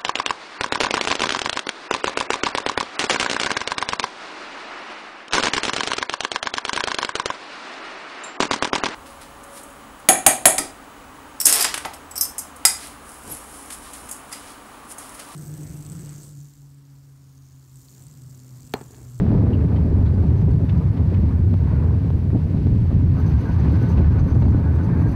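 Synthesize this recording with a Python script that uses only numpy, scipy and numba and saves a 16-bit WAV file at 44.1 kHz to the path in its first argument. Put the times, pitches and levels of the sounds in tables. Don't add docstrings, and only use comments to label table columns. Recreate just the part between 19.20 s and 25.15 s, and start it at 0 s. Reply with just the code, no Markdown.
import sys
import numpy as np
from scipy import signal
from scipy.fft import rfft, irfft, next_fast_len
from scipy.io import wavfile
from scipy.ndimage import uniform_filter1d
from numba import njit

SR = 44100
rng = np.random.default_rng(int(sys.argv[2]) if len(sys.argv) > 2 else 0)


def output_pcm(signal):
    pcm = np.clip(np.atleast_2d(signal).T, -1, 1) * 32767
    wavfile.write(sys.argv[1], SR, np.round(pcm).astype(np.int16))


def makeup_ratio(level_db):
    decades = np.asarray(level_db, float) / 20
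    return 10 ** decades


N = 262395


def level(x):
    return x / np.sqrt(np.mean(x ** 2))


def peak(x):
    return x / np.abs(x).max()


def curves(table):
    s, *columns = np.transpose(table)
    return [np.interp(np.arange(N) / SR, s, c) for c in columns]


@njit
def svf(x, hz, width):
    y, b, l = np.empty(len(x)), 0., 0.
    g, k = np.tan(np.pi * hz / SR), width / hz
    for i in range(len(x)):
        v = (b + g * (x[i] - l)) / (1 + g * (g + k))
        b, l, y[i] = 2 * v - b, l + 2 * g * v, k * v
    return y


def band(x, hz, width):
    hz, width = float(hz), float(width)
    return svf(svf(x, hz, width), hz, width)


@njit
def follow(x, attack, release):
    y, e = np.empty(len(x)), .3
    for i in range(len(x)):
        e += (abs(x[i]) - e) * (attack if abs(x[i]) > e else release)
        y[i] = e
    return y


def walk(rate):
    hold = int(SR / rate)
    steps = np.repeat(rng.standard_normal(N // hold + 1), hold)
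    return level(uniform_filter1d(uniform_filter1d(steps, hold), hold)[:N])


def colour(x, shape):
    hz, db = np.transpose(shape)
    size = next_fast_len(N)
    at = np.log(np.arange(size // 2 + 1) * SR / size + 1)
    gain = makeup_ratio(np.interp(at, np.log(hz), db, left=-120, right=-120))
    return level(irfft(rfft(x, size) * gain, size)[:N])


def ring(x, modes):
    return level(sum(makeup_ratio(db) * level(band(x, hz, 1.4 * width)) for hz, width, db in modes))


def grit(rate, spread_db):
    return rng.standard_normal(N) * makeup_ratio(spread_db * walk(rate))


def swell(t, length, attack, release):
    return np.clip(t / attack, 0, 1) * np.exp(-np.maximum(t - length, 0) / release)


def wind():
    # start_s, gust_db, small_eddies_re_gust_db, air_speed_rush_db
    gusts = [(0, -17, -2, -2), (.2, -15.5, -6, 1.5), (.45, -15.5, -7.5, 0), (.9, -15.5, -10, 1.5),
             (1.35, -13.5, -14, 1), (1.7, -15.5, -13.5, 1), (2.2, -14, -13, -3), (2.7, -16.5, -12, 2),
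             (3.3, -17, -12, -2), (3.85, -14, -13.5, -4), (4.3, -15, -12.5, -1), (4.8, -13.5, -11.5, 0.5),
             (5.3, -12, -12.5, -2.5), (5.6, -16.5, -9.5, 1.5), (5.95, -14.5, -9.5, -2)]
    # start_s, length_s, buffet_change_db, eddies_re_buffet_change_db
    surges = [(0.304, 0.019, -8.5, 9.5), (1.186, 0.018, -3, 3), (1.448, 0.037, -7, 4),
              (1.607, 0.026, -8.5, 8), (1.71, 0.07, -6, 7), (1.915, 0.013, -6.5, 12),
              (2.021, 0.025, 2.5, 1.5), (2.086, 0.051, -5, 4.5), (2.788, 0.018, -5, 1),
              (2.97, 0.065, -3.5, 2.5), (3.142, 0.017, 5.5, 1.5), (3.291, 0.06, -2, 3),
              (3.452, 0.075, 4, 0), (3.659, 0.031, -4.5, -1.5), (3.747, 0.028, 4, 1),
              (3.958, 0.057, -5, 6.5), (4.123, 0.042, 3.5, -5.5), (4.195, 0.073, -7, 6.5),
              (4.448, 0.039, 3, 1), (4.593, .02, -5, 5), (4.77, 0.036, 3.5, 1), (5.042, 0.012, -2.5, 0.5),
              (5.07, 0.024, -8.5, 6), (5.146, 0.015, 1, 4.5), (5.256, 0.013, 0.5, 8),
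              (5.389, .02, -6.5, 6.5), (5.618, 0.017, -1, -1), (.055, .03, 0, -0.5), (0.363, .03, -1, -0.5),
              (0.445, 0.034, 2, -5), (0.887, 0.0316, 0, -4), (1.03, 0.027, -4.5, 5.5), (1.266, 0.028, 1, 4),
              (1.376, 0.036, -5.5, 5.5), (2.215, .03, 0, 0.5), (2.351, .03, -2.5, -3),
              (2.479, .03, -2.5, 1), (3.398, 0.037, 2, 0), (3.542, 0.025, -2, 4), (3.691, 0.036, -1.5, 3),
              (3.818, 0.047, 1.5, 2), (4.022, 0.027, 1.5, -1.5), (4.333, 0.032, 0.5, -3.5),
              (4.505, .035, 0.5, 1), (4.684, 0.027, -1, 2.5), (4.857, .035, 2.5, -6.5),
              (4.97, .035, 0, -4.5), (5.914, .04, -6, 4)]
    # start_s, large_eddies_db
    eddies = [(0, -2), (.4, 1.5), (.75, 4.5), (1.1, 0), (1.45, -2), (1.8, -0.9), (2.2, 2.5), (2.55, 0.2),
              (2.9, 0.5), (3.25, 0.3), (3.65, -0.5), (3.9, -1.5), (4.2, 2), (4.45, -0.5), (4.8, 0.2),
              (5.15, 4), (5.6, 1), (5.95, -1)]
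    # freq_hz, density_db
    spectrum = [(12, -72), (20, -29), (43, -16.5), (60, -11), (81, -2), (161, -13.5), (189, -15),
                (268, -15.5), (381, -26.5), (419, -32), (595, -39.5), (644, -41), (900, -50), (1170, -66),
                (1980, -120)]
    buffet_db, flutter_db, speed_db = curves(gusts)
    for s, length, surge_db, eddy_db in surges:
        surge = swell(np.arange(N) / SR - s, length, 0.0092, 0.011)
        buffet_db = buffet_db + surge_db * surge
        flutter_db = flutter_db + eddy_db * surge
    rush_db = -12.5 + speed_db + 1.206 * flutter_db + 0.32 * walk(13)
    push_db = -21.5 + 5 * walk(11)

    air = colour(rng.standard_normal(N), spectrum)
    push = colour(air, [(15, -5.5), (45, 6.0), (60, -30.0)])
    buffet = colour(air, [(40, -25.0), (55, 1.5), (175, 5.5), (230, -36.0)])
    flutter = colour(air, [(150, -23.0), (195, 1.0), (400, -1.5), (480, -14.5)])
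    rush = colour(air, [(340, -24.5), (420, 3.5), (1900, 4.5)])

    size_db, = curves(eddies)
    split_hz = 89
    large = signal.sosfiltfilt(signal.butter(2, split_hz, fs=SR, output="sos"), buffet)
    buffet = level(makeup_ratio(size_db) * large + makeup_ratio(-size_db) * (buffet - large))
    buffet_size = uniform_filter1d(np.abs(signal.hilbert(buffet)), size=1600)
    buffet = level(buffet / (buffet_size + .5) ** .5)
    flutter = level(flutter / (uniform_filter1d(np.abs(flutter), size=2000) + .4) ** 0.54)
    lumps = makeup_ratio(1.55 * walk(60))
    small = makeup_ratio(flutter_db + 0.64) * flutter + makeup_ratio(rush_db + 2.5) * rush
    return makeup_ratio(buffet_db) * (makeup_ratio(2.0) * buffet + lumps * small + makeup_ratio(push_db + 0.5) * push)


def wheels():
    # start_s, roar_db, side_slip_hiss_db
    load = [(0, -45.5, 1.5), (.5, -46.5, -0.5), (1.0, -48, -1), (1.4, -50, -1.5), (1.55, -48, -0.5),
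            (1.95, -48, 0.5), (2.05, -49.5, -0.5), (2.4, -49.5, 0), (2.5, -43.5, 0), (2.8, -50.5, -1.5),
            (3.2, -51.5, -1), (3.5, -51, 1.5), (3.95, -48, 0.5), (3.99, -44, 3.5), (4.65, -43, 5.5),
            (5.0, -44, 1.5), (5.4, -43.5, -0.5), (5.95, -41.5, 0.5)]
    # freq_hz, density_db
    roar_shape = [(500, 0), (700, -4.5), (820, -1.5), (910, 1.5), (1000, -0.5), (1200, -4), (1400, -9.5),
                  (2000, -15), (2600, -20)]
    # freq_hz, width_hz, level_db
    rail_modes = [(1503, 34, -3.5), (1580, 190, -3), (1720, 300, -3.5)]
    # freq_hz, density_db
    hiss_shape = [(1500, 5), (1900, 5), (2600, 4), (3300, -1.5), (4400, -1), (5200, -7), (6200, -9),
                  (6900, -29), (7700, -19.5), (8600, -30.5), (11000, -36.5)]
    roar_db, slip_db = curves(load)
    light_db = -51.
    rail_db = -58.5 + (roar_db - light_db)
    hiss_db = -56.5 + slip_db + .5 * walk(11)
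    bumps = makeup_ratio(0.67 * walk(40))
    roar = colour(grit(90, 1.3) * bumps, roar_shape)
    rail = ring(grit(60, .8), rail_modes)
    hiss = colour(grit(150, 0.61) * bumps, hiss_shape)
    roar = makeup_ratio(roar_db + 3.0 + 0.58 * walk(12)) * roar
    return roar + makeup_ratio(rail_db - 1.5) * rail + makeup_ratio(hiss_db + 1.5) * hiss


def drum():
    # freq_hz, rms_db
    overtones = [(4651, -80), (4953, -82), (7197, -87), (7499, -88), (7800, -87), (7951, -89), (8102, -88),
                 (8253, -91), (8699, -91), (8850, -88), (9598, -86), (9900, -91), (10352, -92),
                 (10497, -92), (10799, -86), (10950, -86), (11553, -89), (11849, -90), (12452, -94),
                 (12602, -93), (12898, -91), (13049, -87), (13797, -92), (14099, -96), (14400, -96),
                 (14853, -89), (14998, -93), (15601, -92)]
    drum_hz, wobble_us = 150, 9.
    order = np.arange(14, 105)
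    db = -93. + 3. * np.clip(rng.standard_normal(len(order)), -2, 1)
    for hz, line_db in overtones:
        db[order == round(hz / drum_hz)] = line_db + 2.5
    at = np.arange(4097) / 4096
    phase = 2 * np.pi * (order[:, None] * at + rng.random((len(order), 1)))
    turn = np.sqrt(2) * makeup_ratio(db) @ np.sin(phase)
    time = np.arange(N) / SR + wobble_us * 1e-6 * walk(11.0)
    return np.interp(time * drum_hz % 1, at, turn)


def tape_hiss():
    # freq_hz, density_db
    spectrum = [(4000, 2), (6000, 5), (7700, 8.5), (8700, 2), (9600, 6.5), (10400, 3), (11000, 6),
                (12500, 1.5), (13100, -0.5), (14000, -0.5), (15900, 1.5)]
    return makeup_ratio(-70) * colour(rng.standard_normal(N), spectrum)


def slaps():
    # start_s, peak_db, bright_part_db
    events = [(0.066, -33, -34), (0.106, -34, -34), (0.116, -29, -36), (0.233, -35, -34), (0.268, -32, -20),
              (0.392, -35, -30), (0.547, -36, -30), (0.616, -37, -34), (2.341, -30, -8), (2.708, -38, -9),
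              (2.904, -32, -7), (3.104, -36, -14), (3.37, -38, -16), (3.47, -32, -5), (3.97, -34, -14),
              (4.292, -33, -20), (4.806, -33, -20), (5.047, -34, -18), (5.168, -30, -16), (5.283, -30, -18),
              (5.347, -33, -18), (5.222, -30, -14), (5.256, -31, -16)]
    out, t = np.zeros(N + 4096), np.arange(4096) / SR
    slap = np.exp(-t / .0003) * np.minimum(t / .0001, 1)
    low, high = peak(band(slap, 750, 1100)), peak(band(slap, 2400, 3200))
    for s, db, bright_db in events:
        out[int(s * SR):][:4096] -= makeup_ratio(db + 7.5) * (low + makeup_ratio(bright_db - 2.5) * high)
    return out[:N]


def thumps():
    # start_s, peak_db
    events = [(0.087, -24), (0.654, -15), (0.996, -14), (1.154, -18.5), (1.225, -15), (2.036, -19),
              (2.34, -26), (2.845, -15.5), (3.13, -11), (3.331, -26), (3.468, -10), (3.527, -14.5),
              (3.746, -17.5), (3.907, -17), (4.073, -19), (4.294, -13), (4.771, -21.5), (4.805, -15),
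              (5.043, -19), (5.161, -5), (5.277, -11), (5.346, -8), (5.89, -25)]
    out, t = np.zeros(N + 2048), np.arange(2048) / SR
    drop_s = .0007
    swing = peak(band(t / drop_s * np.exp(-t / drop_s), 285, 220))
    for s, db in events:
        out[int(s * SR):][:2048] -= makeup_ratio(db - 3) * swing
    return out[:N]


def knocks():
    # start_s, peak_db, ring_db, thud_db, ring_pitch_hz
    events = [(0.3300, -46, 6, 0, 2800), (.345, -54, 4, -9, 2500), (0.4030, -51, -14, 10, 2500),
              (0.5590, -42, -8, -2, 2900), (0.563, -54, 5, 7, 2000), (0.8580, -49, -4, 6, 3700),
              (0.872, -59, 4, -9, 4200), (1.0960, -51, -10, 1, 2600), (1.4900, -37, -7, -3, 3300),
              (1.7694, -45, -12, 3, 2600), (1.9394, -43, -16, 5, 2900), (4.06, -58, 0, -9, 4500),
              (4.7745, -40, -17, 2, 2400), (5.219, -46, -5, 6, 4100), (5.258, -56, 0, -9, 4600),
              (5.448, -56, 0, -9, 4200), (1.306, -62, 5, -9, 4500), (1.572, -61, 5, -9, 4700),
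              (.936, -62, 4, -9, 4700)]
    hold_s, t60_s = .008, .05
    out, t = np.zeros(N + 4096), np.arange(4096) / SR
    for s, db, ring_db, thud_db, hz in events:
        burst = rng.standard_normal(4096) * swell(t, hold_s, .001, t60_s / np.log(1000))
        body = peak(band(band(burst, 1900, 3200), 1900, 3200))
        pitched = peak(band(band(burst, hz, 700), hz, 700))
        thud = peak(band(burst, 1150, 1100))
        knock = body + makeup_ratio(ring_db - 1) * pitched + makeup_ratio(thud_db - 1) * thud
        out[int(s * SR):][:4096] += makeup_ratio(db + 3) * knock
    return out[:N]


def ticks():
    # start_s, peak_db, top_part_db
    events = [(0.3694, -59, -13), (0.9358, -55, -13), (1.1692, -55, -16), (1.2116, -52, -9),
              (1.3069, -52, -13), (1.4506, -56, -11), (1.5728, -54, -11), (1.6694, -56, -17),
              (4.2094, -52, -12), (4.6244, -52, -10), (4.7192, -47, -16), (5.1462, -55, -14),
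              (4.567, -55, -10), (4.6065, -57, -4), (4.4, -57, -8), (4.214, -56, -8), (4.632, -56, -10),
              (4.0, -57, -8), (4.5249, -55, -10), (4.6885, -54, -8), (4.344, -57, -12), (4.918, -57, -8),
              (5.165, -58, -5), (5.5503, -53, -12)]
    out, t = np.zeros(N + 4096), np.arange(4096) / SR
    for s, db, top_db in events:
        crack = (t == 0) + .35 * rng.standard_normal(4096) * np.exp(-t / .0005)
        mid, top = peak(band(crack, 5500, 9000)), peak(band(crack, 12500, 9000))
        out[int(s * SR):][:4096] += makeup_ratio(db + 5) * (mid + makeup_ratio(top_db - 1.5) * top)
    return out[:N]


def bottoming():
    # start_s, peak_db
    events = [
        (.4414, -41),
        (4.4965, -36),
        (5.1474, -37),
        (5.175, -36),
        (5.2828, -42),
        (5.292, -36),
        (5.3213, -43),
    ]
    deaf, clicks = np.zeros(N), np.zeros(N)
    before_s, deaf_s, deaf_db = .009, .004, -11
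    for s, db in events:
        deaf += swell(np.arange(N) / SR - s + before_s, deaf_s, .001, .001)
        clicks[int(s * SR)] = makeup_ratio(db)
    body = band(clicks, 3600, 6000)
    snaps = body * clicks.max() / body.max() + makeup_ratio(-11) * clicks
    return makeup_ratio(deaf_db * deaf), snaps


def rubs():
    # start_s, length_s, rms_db, pitch_hz
    events = [(.862, .05, -54, 1510), (.98, .02, -55, 1490), (2.55, .1, -57, 1410), (3.98, .03, -50, 1528),
              (4.02, .04, -53, 1620), (4.135, .025, -51, 1570), (4.254, .05, -45, 1491),
              (4.25, .05, -48, 1609), (4.44, .025, -50, 1715), (4.53, .035, -47, 1507),
              (4.535, .03, -50, 1590), (4.595, .075, -48, 1495), (4.785, .025, -51, 1610),
              (4.775, .095, -51, 1485), (4.9, .028, -51, 1610), (4.93, .02, -50, 1480),
              (4.967, .025, -45, 1485), (5.08, .03, -52, 1526), (5.337, .035, -51, 1475),
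              (5.438, .06, -50, 1641), (5.452, .045, -51, 1480), (5.595, .03, -45, 1501),
              (5.692, .05, -51, 1765), (5.69, .025, -51, 1604), (3.973, .04, -51, 1277),
              (4.286, .025, -43, 950), (4.672, .04, -44, 900), (4.915, .025, -45, 880),
              (5.337, .018, -43, 880), (5.218, .02, -43, 900), (5.452, .03, -45, 880),
              (5.64, .035, -45, 880), (5.84, .06, -47, 930), (5.726, .035, -49, 1566),
              (5.832, .05, -46, 1609), (5.79, .06, -56, 1880), (4.84, .04, -53, 1760),
              (4.63, .04, -52, 1670), (5.53, .05, -53, 1600), (5.76, .04, -52, 1640),
              (4.38, .025, -47, 790), (4.44, .02, -48, 1050), (5.39, .03, -48, 930),
              (4.72, .025, -49, 1210)]
    out, t = np.zeros(N + 8192), np.arange(8192) / SR
    for s, length, db, hz in events:
        scrape, drift = rng.standard_normal((2, 8192))
        waver = 1 + .006 * level(svf(drift, 14., 20.))
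        tone = np.sqrt(2) * np.sin(2 * np.pi * np.cumsum(hz * waver) / SR)
        tone = tone + makeup_ratio(-10) * ring(scrape, [(hz, .03 * hz, 0)])[::-1]
        out[int(s * SR):][:8192] += makeup_ratio(db + 1.5) * tone * swell(t, length, .004, .006)
    return out[:N]


def rattle():
    # start_s, length_s, squeak_db, jingle_db
    shakes = [(1.17, .025, -68, -82), (1.208, .006, -66, -76), (1.304, .012, -69, -71),
              (1.447, .01, -72, -74), (1.57, .015, -69, -71), (3.975, .04, -65, -73),
              (4.060, .02, -59, -75), (4.08, .035, -69, -73), (4.188, .035, -68, -80),
              (4.2, .018, -72, -71), (4.245, .02, -66, -78), (4.285, .015, -67, -80),
              (4.32, .025, -67, -80), (4.395, .015, -61, -73), (4.44, .015, -66, -76),
              (4.518, .012, -68, -70), (4.55, .025, -69, -78), (4.605, .012, -66, -72),
              (4.622, .012, -63, -67), (4.686, .018, -57, -66), (4.713, .012, -61, -67),
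              (4.785, .015, -68, -80), (4.915, .012, -64, -76), (4.98, .025, -60, -81),
              (5.078, .015, -64, -77), (5.098, .025, -61, -80), (5.15, .015, -65, -84),
              (5.195, .03, -67, -74), (5.03, .02, -67, -80), (5.24, .02, -68, -86), (5.275, .01, -65, -84),
              (5.303, .01, -65, -84), (5.548, .02, -71, -73), (5.632, .022, -63, -75),
              (5.77, .06, -70, -74), (5.868, .065, -65, -69)]
    # freq_hz, width_hz, level_db
    squeak_modes = [(6070, 130, 0), (6280, 200, -3), (4450, 700, 0)]
    # freq_hz, width_hz, level_db
    jingle_modes = [(7700, 700, -2.5), (9400, 700, -1), (11100, 600, 0), (11700, 550, 0.5),
                    (13000, 1400, -4)]
    t, loaded_s = np.arange(N) / SR, 3.97
    loaded = np.clip((t - loaded_s) / .02, .1, 1)
    squeak_gain, jingle_gain = makeup_ratio(-76) * loaded, makeup_ratio(-80) * loaded
    for s, length, squeak_db, jingle_db in shakes:
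        shake = swell(t - s, length, .002, .005)
        squeak_gain = squeak_gain + makeup_ratio(squeak_db) * shake
        jingle_gain = jingle_gain + makeup_ratio(jingle_db) * shake
    chatter = grit(250, 1.8)
    jingle = np.zeros(N)
    for hz, width, db in jingle_modes:
        part = ring(chatter * makeup_ratio(2.5 * walk(300)), [(hz, width, 0)])
        jingle += makeup_ratio(db + 2 * walk(30)) * part
    squeak = ring(chatter, squeak_modes)
    squeak = level(squeak / (uniform_filter1d(np.abs(squeak), size=400) + .7))
    return makeup_ratio(2.5) * (squeak_gain * squeak + jingle_gain * level(jingle))


def scene():
    hearing, snaps = bottoming()
    air = wind() + thumps() + slaps()
    train = hearing * (wheels() + rubs() + rattle()) + knocks()
    camera = snaps + ticks() + drum() + tape_hiss()
    return (air + train + camera)[None]


def top_cut(x):
    return signal.sosfilt(signal.butter(12, 15720, fs=SR, output="sos"), x)


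def record(dry):
    x = dry[0]
    x = x * np.minimum(0.49 / follow(x, 0.028, 0.00029), 1) ** .5
    x = x + 0.2 * (x ** 2 - uniform_filter1d(x ** 2, size=4410))
    x = 0.63 * np.tanh(x / 0.8)
    return top_cut(x[None])


dry = scene()
out = record(dry)
output_pcm(out)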